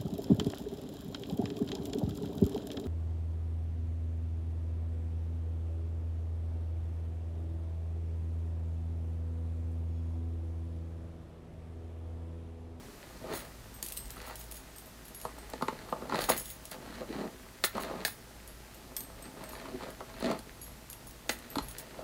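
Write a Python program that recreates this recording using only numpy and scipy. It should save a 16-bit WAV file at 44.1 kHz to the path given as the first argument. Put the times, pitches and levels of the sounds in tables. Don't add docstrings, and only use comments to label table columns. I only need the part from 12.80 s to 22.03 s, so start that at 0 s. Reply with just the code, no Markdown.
import sys
import numpy as np
from scipy import signal
from scipy.fft import rfft, irfft, next_fast_len
from scipy.io import wavfile

SR = 44100
rng = np.random.default_rng(int(sys.argv[2]) if len(sys.argv) > 2 else 0)


def unload_audio(sound):
    columns = np.transpose(np.atleast_2d(sound))
    steps = np.round(np.clip(columns, -1, 1) * 32767)
    wavfile.write(sys.argv[1], SR, steps.astype(np.int16))


N = 407043

# time in seconds, drag on the brush in dB, tug on the head in dB, bristle crackle in dB.
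STROKES = [
    [(0.0, -51, -51, -62), (0.04, -66, -60, -77), (0.104, -59, -54, -65), (0.38, -62, -61, -72),
     (0.456, -45, -44, -61), (0.54, -38, -40, -44), (0.572, -48, -52, -50), (0.72, -58, -64, -67)],
    [(1.3, -58, -73, -57), (1.32, -62, -63, -61), (1.504, -47, -60, -52), (1.548, -56, -73, -61),
     (1.582, -65, -59, -68), (1.62, -60, -73, -62)],
    [(2.4, -60, -61, -62), (2.988, -53, -52, -61), (3.156, -52, -55, -61), (3.28, -45, -46, -60)],
    [(3.28, -47, -52, -62), (3.344, -34.5, -34, -44), (3.446, -43, -49, -46), (3.474, -51, -51, -57),
     (3.492, -27, -34, -35), (3.518, -37, -32, -39), (3.562, -51, -58, -50), (3.62, -58, -54, -61)],
    [(3.9, -74, -62, -77), (3.92, -46, -55, -46), (3.964, -51, -49.5, -66), (4.17, -51, -49, -53),
     (4.214, -42, -45, -54), (4.262, -54, -54, -67), (4.298, -51, -38, -56), (4.342, -43, -42, -51),
     (4.446, -42, -36, -56), (4.58, -71, -73, -77)],
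    [(4.93, -48, -50, -54), (4.944, -56, -49, -56), (4.954, -35, -45, -48), (5.026, -45, -46, -51),
     (5.126, -39, -42, -53), (5.148, -44, -39, -54), (5.23, -41, -47, -54), (5.236, -46, -46, -49)],
    [(5.95, -68, -63, -76), (5.978, -59, -55, -69), (6.426, -58, -63, -72), (6.454, -53, -46, -53),
     (6.504, -56, -60, -73), (6.638, -47, -48, -54), (6.662, -54, -56, -59), (6.87, -49, -49, -54),
     (6.956, -51, -44, -63), (6.976, -60, -54, -61), (7.018, -42, -50, -50), (7.106, -49, -46, -59),
     (7.168, -68, -64, -75), (7.212, -42, -46, -61), (7.23, -57, -55, -65), (7.386, -54, -58, -59),
     (7.452, -36.5, -35, -45), (7.516, -34.5, -34.5, -47), (7.64, -69, -66, -75), (7.68, -72, -55, -70)],
    [(8.55, -59, -58, -62), (8.678, -58, -57, -61), (9.074, -54, -55.5, -61), (9.23, -46, -46, -61)],
]
# one level in dB, for drag, tug and crackle in turn.
FAINT_HANDLING = [
    [-62],
    [-59],
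    [-63.5],
]
# start in seconds, level in dB of back, rim, head and bristle tips.
SNAP_BLOWS = [(.083, -53, -49, -48, -66), (.372, -62, -62, -66, -47), (.442, -33, -46, -40, -59),
              (.515, -29, -40, -38, -48), (.536, -40, -38, -37, -40), (1.027, -47, -50.5, -50, -48),
              (1.172, -55, -60, -66, -37), (1.367, -56, -44, -64, -50), (1.378, -58, -48, -64, -47),
              (1.415, -57, -49, -58, -41), (1.45, -57, -44, -62, -52), (1.473, -53, -39.5, -58, -50),
              (1.497, -55, -40, -62, -48), (1.51, -55, -40, -62, -50), (1.525, -57, -44, -62, -54),
              (2.451, -26, -30, -38, -49), (2.735, -26, -31, -37, -36.5), (2.81, -36, -33, -44, -55),
              (2.823, -30.5, -21.5, -29, -32.5), (2.883, -26, -23.5, -30, -32), (2.926, -40, -50, -38, -61),
              (3.087, -50, -40, -53, -52), (3.125, -23, -22.5, -34.5, -44.5), (3.223, -39, -41, -40, -59),
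              (3.296, -48, -33, -46, -39), (3.322, -32, -20, -42, -40), (3.345, -36, -27, -32, -33),
              (3.389, -29, -27.5, -33, -24), (3.418, -43, -39, -49, -27), (3.44, -43, -38, -50, -24),
              (3.488, -35, -23.5, -40, -43), (3.498, -45, -24, -35, -30), (3.916, -39, -47, -47, -36),
              (4.107, -54, -52, -50, -47), (4.141, -53, -46, -48, -46), (4.216, -30, -43, -45, -58),
              (4.3, -50, -52, -37, -57), (4.953, -26, -31, -45, -48), (4.979, -28.5, -30, -43, -39),
              (5.03, -45, -42, -50, -44), (5.047, -32, -40, -46, -36.5), (5.279, -45, -33, -60, -36),
              (6.166, -58, -47, -62, -43), (6.455, -52, -48, -47, -45), (6.608, -46, -43, -42, -48),
              (6.732, -54, -38.5, -47, -46), (6.813, -57, -46, -47, -47), (6.855, -47, -37.5, -50, -45),
              (6.885, -46, -45, -42, -46), (6.945, -38, -56, -37.5, -49), (7.007, -46, -39, -46, -49),
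              (7.034, -36, -40, -45, -39), (7.086, -34.5, -42, -37, -48), (7.205, -54, -37, -47.5, -46),
              (7.299, -53, -44, -60, -46), (7.34, -52, -46, -55, -48), (7.407, -50, -39, -44, -39),
              (7.425, -32, -40, -34, -34), (7.442, -27, -40, -34, -39), (7.459, -27, -33, -32, -33.5),
              (7.5, -22, -39, -37, -41), (7.513, -25, -33, -40, -31), (7.591, -43, -51, -48, -40),
              (8.756, -35, -30.5, -43, -32.5), (8.784, -35, -28.5, -38, -26), (9.19, -31, -43, -46, -49.5)]
SNAP_T60_S, PAD_UNDER_DB = .021, 9
# start in seconds, level in dB before trim.
HARD_BLOWS = [(4.839, -16.5), (5.25, -19.5), (8.493, -18.5)]
# back, rim, head, pad and tips, in dB relative to its level.
HARD_BLOW_SHARES = [-8, -12, -21, -8.5, 0]
HARD_BLOW_T60_S = .038
# centre in Hz, width in Hz, level in dB.
BACK_MODES = [(498, 41, 0.5), (648.4, 72, 1.6)]
# centre in Hz, width in Hz, level in dB.
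RIM_MODES = [(869, 89, -0.5), (1077, 100, -3), (1221, 87, -2), (1373, 98, -4.5)]
# centre in Hz, width in Hz, level in dB.
HEAD_MODES = [(159, 44, -4.5), (238.8, 57, 1), (403.4, 97, -1)]
# centre in Hz, width in Hz, level in dB.
PAD_MODES = [(1530, 400, -0.5), (1954, 310, 4.5), (2420, 800, -1), (4100, 2600, -9.5)]
# centre in Hz, width in Hz, level in dB.
TIP_MODES = [(3414, 64, 0.2), (4150, 640, 5.5), (4935, 150, -5), (5970, 2500, -10), (10000, 3700, -18)]

# frequency in Hz, t60 in seconds.
ROOM_DECAY = [(200, 0.11), (2000, 0.21), (12000, 0.098)]

# frequency in Hz, width in Hz of each wavering resonance, rms in dB before the microphone.
HUM_TONE = (56.5, 5.6, -54)
# time in seconds, deep rms in dB, upper rms in dB.
RUMBLE_LEVELS = [(0.0, -54, -56), (0.23, -69, -61), (0.54, -54, -54.5), (0.97, -72, -58.5),
                 (1.28, -50, -58), (1.67, -65, -62), (3.16, -57, -59.5), (3.44, -49, -57),
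                 (3.73, -63, -60.5), (8.17, -58, -58.5), (8.61, -72, -63), (8.82, -46, -52.5),
                 (9.18, -67, -62), (9.23, -61, -58)]
# frequency in Hz, relative level in dB.
HISS_COLOUR = [(41, 8.5), (70, -7), (203, -6), (482, -18.5), (552, -35), (662, -18), (813, -10.5),
               (2160, -16.5), (4560, -16.5), (14900, -21.5), (15900, -35)]
HISS_DB = -53

# frequency in Hz, level in dB, t60 in seconds.
SLIM_LOW_MODES = [(5147, -15, .22), (8290, 0, .3), (8358, -11, .2)]
# frequency in Hz, level in dB, t60 in seconds.
SLIM_HIGH_MODES = [(12125, 0, .22), (12195, -4, .2)]
# frequency in Hz, level in dB, t60 in seconds.
WIDE_MODES = [(4685, -9, .25), (6775, -6, .25), (6895, -9, .25), (9410, -4, .3), (9458, -9, .25),
              (11205, -3, .3), (11280, 0, .3), (12355, -3, .25), (12400, -6, .25)]
# frequency in Hz, level in dB, t60 in seconds.
BEADED_MODES = [(1980, -17, .08), (3525, -12, .15), (5190, -14, .12), (6610, -8, .15), (6690, -5, .15),
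                (8340, -9, .12), (9080, -9, .12), (9180, -8, .15), (10660, -4, .15), (10745, 0, .15),
                (11790, -8, .15), (12225, -4, .15), (12300, -7, .15), (12960, -10, .12), (15090, -7, .15),
                (15520, -6, .15), (15640, -4, .15)]
# frequency in Hz, level in dB, t60 in seconds.
SMALL_MODES = [(9905, 0, .2), (13000, -9, .15)]
PITCH_SPREAD = [.0008, .001, .0008, .004, .001]
# start in seconds, click level in dB, then a bangle and its ring level in dB for each that rings.
CONTACTS = [(.536, -38, "beaded", -51, "slim low", -51, "slim high", -53),
            (.941, -40, "slim low", -51, "slim high", -49.5), (1.027, -18, "wide", -45),
            (1.063, -24, "wide", -62), (1.086, -25.5, "wide", -60),
            (1.122, -23, "slim low", -45, "slim high", -45), (1.168, -27),
            (1.173, -21, "slim low", -38, "slim high", -47), (1.256, -35, "wide", -63),
            (1.305, -27, "slim high", -49, "slim low", -61), (1.361, -46, "small", -53),
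            (1.417, -38, "slim high", -63), (1.465, -42, "beaded", -54), (1.556, -29, "beaded", -53),
            (1.593, -43, "slim high", -51, "beaded", -54), (1.612, -35, "slim low", -56),
            (1.713, -27, "wide", -55), (1.722, -28.5, "wide", -57), (1.743, -33, "beaded", -55),
            (1.768, -34, "beaded", -55), (1.961, -39, "slim low", -51, "slim high", -55, "wide", -60),
            (1.983, -33, "slim high", -53, "beaded", -54), (2.058, -42, "slim high", -52, "small", -55),
            (2.253, -39, "wide", -57), (2.282, -34, "wide", -67), (2.347, -31, "wide", -51.5),
            (2.4, -34, "wide", -54), (2.414, -29.5, "wide", -53), (2.452, -35, "slim low", -59),
            (2.586, -38, "slim low", -55, "slim high", -62), (3.1, -43, "slim low", -58, "slim high", -61),
            (2.822, -33, "wide", -58), (2.7, -33), (3.356, -37, "beaded", -56), (3.39, -38, "small", -54),
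            (3.411, -26, "beaded", -53, "slim high", -55), (3.44, -34, "slim high", -54, "small", -58),
            (3.4925, -22, "beaded", -36, "slim high", -46, "slim low", -53),
            (3.565, -31, "beaded", -45, "slim high", -49), (3.577, -23, "beaded", -42),
            (3.657, -28, "wide", -58, "slim high", -60), (3.702, -27, "beaded", -48),
            (3.854, -26.5, "beaded", -61), (3.6, -33, "wide", -61), (3.914, -26, "wide", -64),
            (4.839, -23, "slim high", -42, "beaded", -49, "small", -48),
            (4.849, -18, "beaded", -44, "slim high", -51), (4.97, -34), (5.003, -35, "beaded", -55),
            (5.25, -22, "beaded", -37.5, "slim high", -48), (5.279, -26, "beaded", -56, "wide", -59),
            (5.676, -33, "wide", -55.5), (5.945, -37, "slim high", -57, "slim low", -61),
            (6.166, -17.5, "slim high", -39, "slim low", -46), (6.206, -26, "wide", -57),
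            (6.237, -37, "slim high", -53, "slim low", -58),
            (6.424, -36, "slim low", -50, "slim high", -54),
            (6.638, -35, "slim low", -53, "slim high", -58), (6.691, -31, "slim high", -50),
            (6.72, -40, "wide", -54, "beaded", -57), (7.104, -34.5, "wide", -60.5), (7.514, -34),
            (7.59, -35), (7.815, -43, "wide", -49), (7.84, -36, "wide", -51, "beaded", -56),
            (7.4, -34, "beaded", -65), (8.1, -30, "wide", -48.5), (8.13, -28.5, "slim high", -65),
            (8.27, -40, "beaded", -52), (8.31, -36, "small", -61),
            (8.495, -41, "slim high", -51, "beaded", -55),
            (8.511, -38, "beaded", -48, "slim high", -52, "slim low", -56), (8.588, -35, "small", -63),
            (8.702, -37, "slim high", -47, "slim low", -55), (8.756, -32, "wide", -49.5),
            (8.823, -47, "wide", -50.5), (8.885, -32, "beaded", -48), (8.912, -32, "beaded", -58),
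            (8.984, -25, "small", -50)]
# peak time in seconds, level in dB, swell and fade in seconds per 31 dB, what shakes.
JANGLES = [(.56, -37, .08, 0.14, "metal"), (1.03, -41, .01, .7, "pearls"),
           (1.484, -45, 0.045, .035, "metal"), (1.608, -47, .11, .11, "metal"),
           (1.76, -49, .12, .12, "metal"), (3.44, -38, 0.12, .1, "metal"),
           (3.494, -21.5, .012, 0.053, "metal"), (3.578, -34.5, .025, 0.085, "metal"),
           (3.708, -40, .2, 0.079, "metal"), (3.922, -49, .23, .085, "metal"),
           (4.848, -26, 0.017, .04, "metal"), (5.024, -40.5, 0.05, 0.028, "metal"),
           (5.27, -35.5, 0.043, 0.12, "metal"), (6.169, -26, 0.0055, 0.017, "pearls"),
           (8.522, -38.5, 0.065, .05, "metal"), (8.916, -52, .15, .04, "metal"),
           (8.988, -33.5, .011, 0.038, "metal")]
# frequency in Hz, relative level in dB.
CLICK_COLOUR = [(1000, -26), (3000, -2), (6000, -4), (10000, 2), (16000, -4)]

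# start in seconds, starting level in dB before the microphone, frequency in Hz, t60 in seconds.
STAND_BUMPS = [(8.769, -24.5, 281, 0.087), (8.812, -35, 55.5, 0.18)]

TOP_HZ = 15850


def amp(db):
    return 10 ** (np.asarray(db) / 20)


def unit(x):
    return x / np.sqrt(np.mean(x ** 2) + 1e-20)


def along(points, hz):
    f, v = np.transpose(points)
    return np.interp(np.log(hz + 1), np.log(f + 1), v)


def curves(rows, **ends):
    s, *cols = np.transpose(rows)
    return [np.interp(np.arange(N) / SR, s, c, **ends) for c in cols]


def filtered(x, response):
    m = next_fast_len(N + SR // 2)
    return irfft(rfft(x, m) * response(np.fft.rfftfreq(m, 1 / SR)), m)[..., :N]


def resonances(peaks):
    def response(f):
        return sum((-1) ** k * amp(db) * 1j * f * w / (c * c - f * f + 1j * f * w)
                   for k, (c, w, db) in enumerate(peaks))
    return response


def coloured(points):
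    return lambda f: amp(along(points, f))


def slips(rate, spread_db):
    hits = rng.random(N) < rate / SR
    return hits * rng.standard_normal(N) * amp(spread_db * rng.standard_normal(N))


def softly_pushed(peaks, top_hz):
    return lambda f: resonances(peaks)(f) / (1 + 1j * f / top_hz) ** 2


def brush():
    bodies = (softly_pushed(BACK_MODES, top_hz=1210), softly_pushed(RIM_MODES, top_hz=1910),
              softly_pushed(HEAD_MODES, top_hz=615), softly_pushed(PAD_MODES, top_hz=4300),
              resonances(TIP_MODES))
    slip, tug, flick = [unit(slips(rate, spread_db=5)) + 0.9 * rng.standard_normal(N)
                        for rate in (450, 600, 500)]
    grain = np.array([slip, slip, tug, flick, flick])

    trim_db = [[3.0], [1.6], [-.8]]
    strokes = sum(amp(np.array(curves(rows, left=-150, right=-150)) - trim_db) for rows in STROKES)
    drag, pull, crackle = np.hypot(strokes, amp(FAINT_HANDLING))
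    tips = np.hypot(strokes[2], amp(-12) * crackle)
    body_gain = amp([[-1.5], [-4], [-.1], [-1.2], [-7.5]])
    push = grain * [drag, drag, pull, crackle, tips] * body_gain
    push = np.pad(push, ((0, 0), (0, SR)))

    blows = [(s, [back, rim, head, (rim + tip) / 2 - PAD_UNDER_DB, tip], SNAP_T60_S)
             for s, back, rim, head, tip in SNAP_BLOWS]
    blows += [(s, np.add(db, HARD_BLOW_SHARES), HARD_BLOW_T60_S) for s, db in HARD_BLOWS]
    t = np.arange(SR // 8) / SR
    for s, level_db, t60 in blows:
        burst = amp(-60 * t / t60) * rng.standard_normal((len(bodies), len(t)))
        burst[:, :1] += [[12.5], [11.5], [8.5], [4.5], [3.5]]
        gain = amp(np.add(level_db, [-5.5, -1.5, 6.0, 4.0, -3.5]))
        push[:, round(s * SR):][:, :len(t)] += gain[:, None] * burst

    return sum(filtered(p[:N], body) / np.std(filtered(g, body)) for p, g, body in zip(push, grain, bodies))


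def room(x):
    step, out = SR // 4, np.zeros(N + SR)
    for at in range(0, N, step):
        hz, t, z = signal.stft(rng.standard_normal(SR // 3), SR, nperseg=256)
        decay = amp(-60 * t / along(ROOM_DECAY, hz)[:, None])
        tail = signal.istft(z * decay, SR, nperseg=256)[1]
        answer = signal.fftconvolve(x[at:at + step], tail / np.linalg.norm(tail))
        out[at + 250:][:len(answer)] += answer
    return out[:N]


def background():
    deep_db, upper_db = curves(RUMBLE_LEVELS)
    noise = rng.standard_normal((4, N))
    hz, width, hum_db = HUM_TONE

    def twice(c, w):
        return lambda f: resonances([(c, w, 0)])(f) ** 2

    steady = np.sin(2 * np.pi * hz * np.arange(N) / SR)
    wavering = unit(filtered(noise[0], twice(hz, width)))
    hum = amp(hum_db) * unit(2 * steady + wavering)
    deep = amp(deep_db) * unit(filtered(noise[1], twice(39.3, 19.0)))
    upper = amp(upper_db) * unit(filtered(noise[2], twice(111.0, 64)))
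    hiss = amp(HISS_DB) * unit(filtered(noise[3], coloured(HISS_COLOUR)))
    return hum + deep + upper + hiss


def clinks():
    t = np.arange(SR // 4) / SR
    names = "slim low", "slim high", "wide", "beaded", "small"
    tables = SLIM_LOW_MODES, SLIM_HIGH_MODES, WIDE_MODES, BEADED_MODES, SMALL_MODES
    modes = {name: (np.transpose(m)[..., None], loose)
             for name, m, loose in zip(names, tables, PITCH_SPREAD)}
    out, clicks = np.zeros(N + SR), np.zeros(N + SR)
    for s, click_db, *rings in CONTACTS:
        at = round(s * SR)
        for name, db in zip(rings[::2], rings[1::2]):
            (hz, level, t60), loose = modes[name]
            size, shift, phase = rng.standard_normal((3, len(hz), 1))
            swing = np.sin(2 * np.pi * (hz * (1 + loose * shift) * t + phase))
            ring = amp(level + 2.9 * size - 60 * t / t60) * swing
            out[at:][:len(t)] += amp(db - 1.5) * ring.sum(0)
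        clicks[at:][:len(t)] += amp(click_db - 7 - 60 * t / 0.021) * rng.standard_normal(len(t))
    return out[:N] + filtered(clicks[:N], coloured(CLICK_COLOUR))


def jangle():
    now = np.arange(N) / SR
    shakes = np.array([amp(db - 31 * np.maximum((s - now) / swell, (now - s) / fade))
                       for s, db, swell, fade, _ in JANGLES])
    metal = np.array([what == "metal" for *_, what in JANGLES])
    rattle = slips(rate=1500, spread_db=3.5)

    def shaken(response, shake):
        return filtered(rattle * shake, response) / np.std(filtered(rattle, response))

    damped = [(hz, 7.7 / t60, db) for hz, db, t60 in BEADED_MODES]
    ringing = shaken(resonances(damped), shakes[metal].sum(0))
    ticking = shaken(coloured(CLICK_COLOUR), shakes.sum(0))
    return amp(-6) * ringing + amp(-7.5) * ticking


def thud():
    out = np.zeros(N)
    for s, db, hz, t60 in STAND_BUMPS:
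        since = np.clip(np.arange(N) / SR - s, 0, None)
        out += amp(db - 60 * since / t60) * np.sin(2 * np.pi * hz * since)
    return out


def scene():
    near = brush() + clinks() + jangle()
    return np.tile(near + amp(-9) * room(near) + thud() + background(), (2, 1))


def record(dry):
    return filtered(dry, lambda hz: (hz < TOP_HZ) * (1j * hz / (34 + 1j * hz)) ** 2)


dry = scene()
out = record(dry)
unload_audio(out)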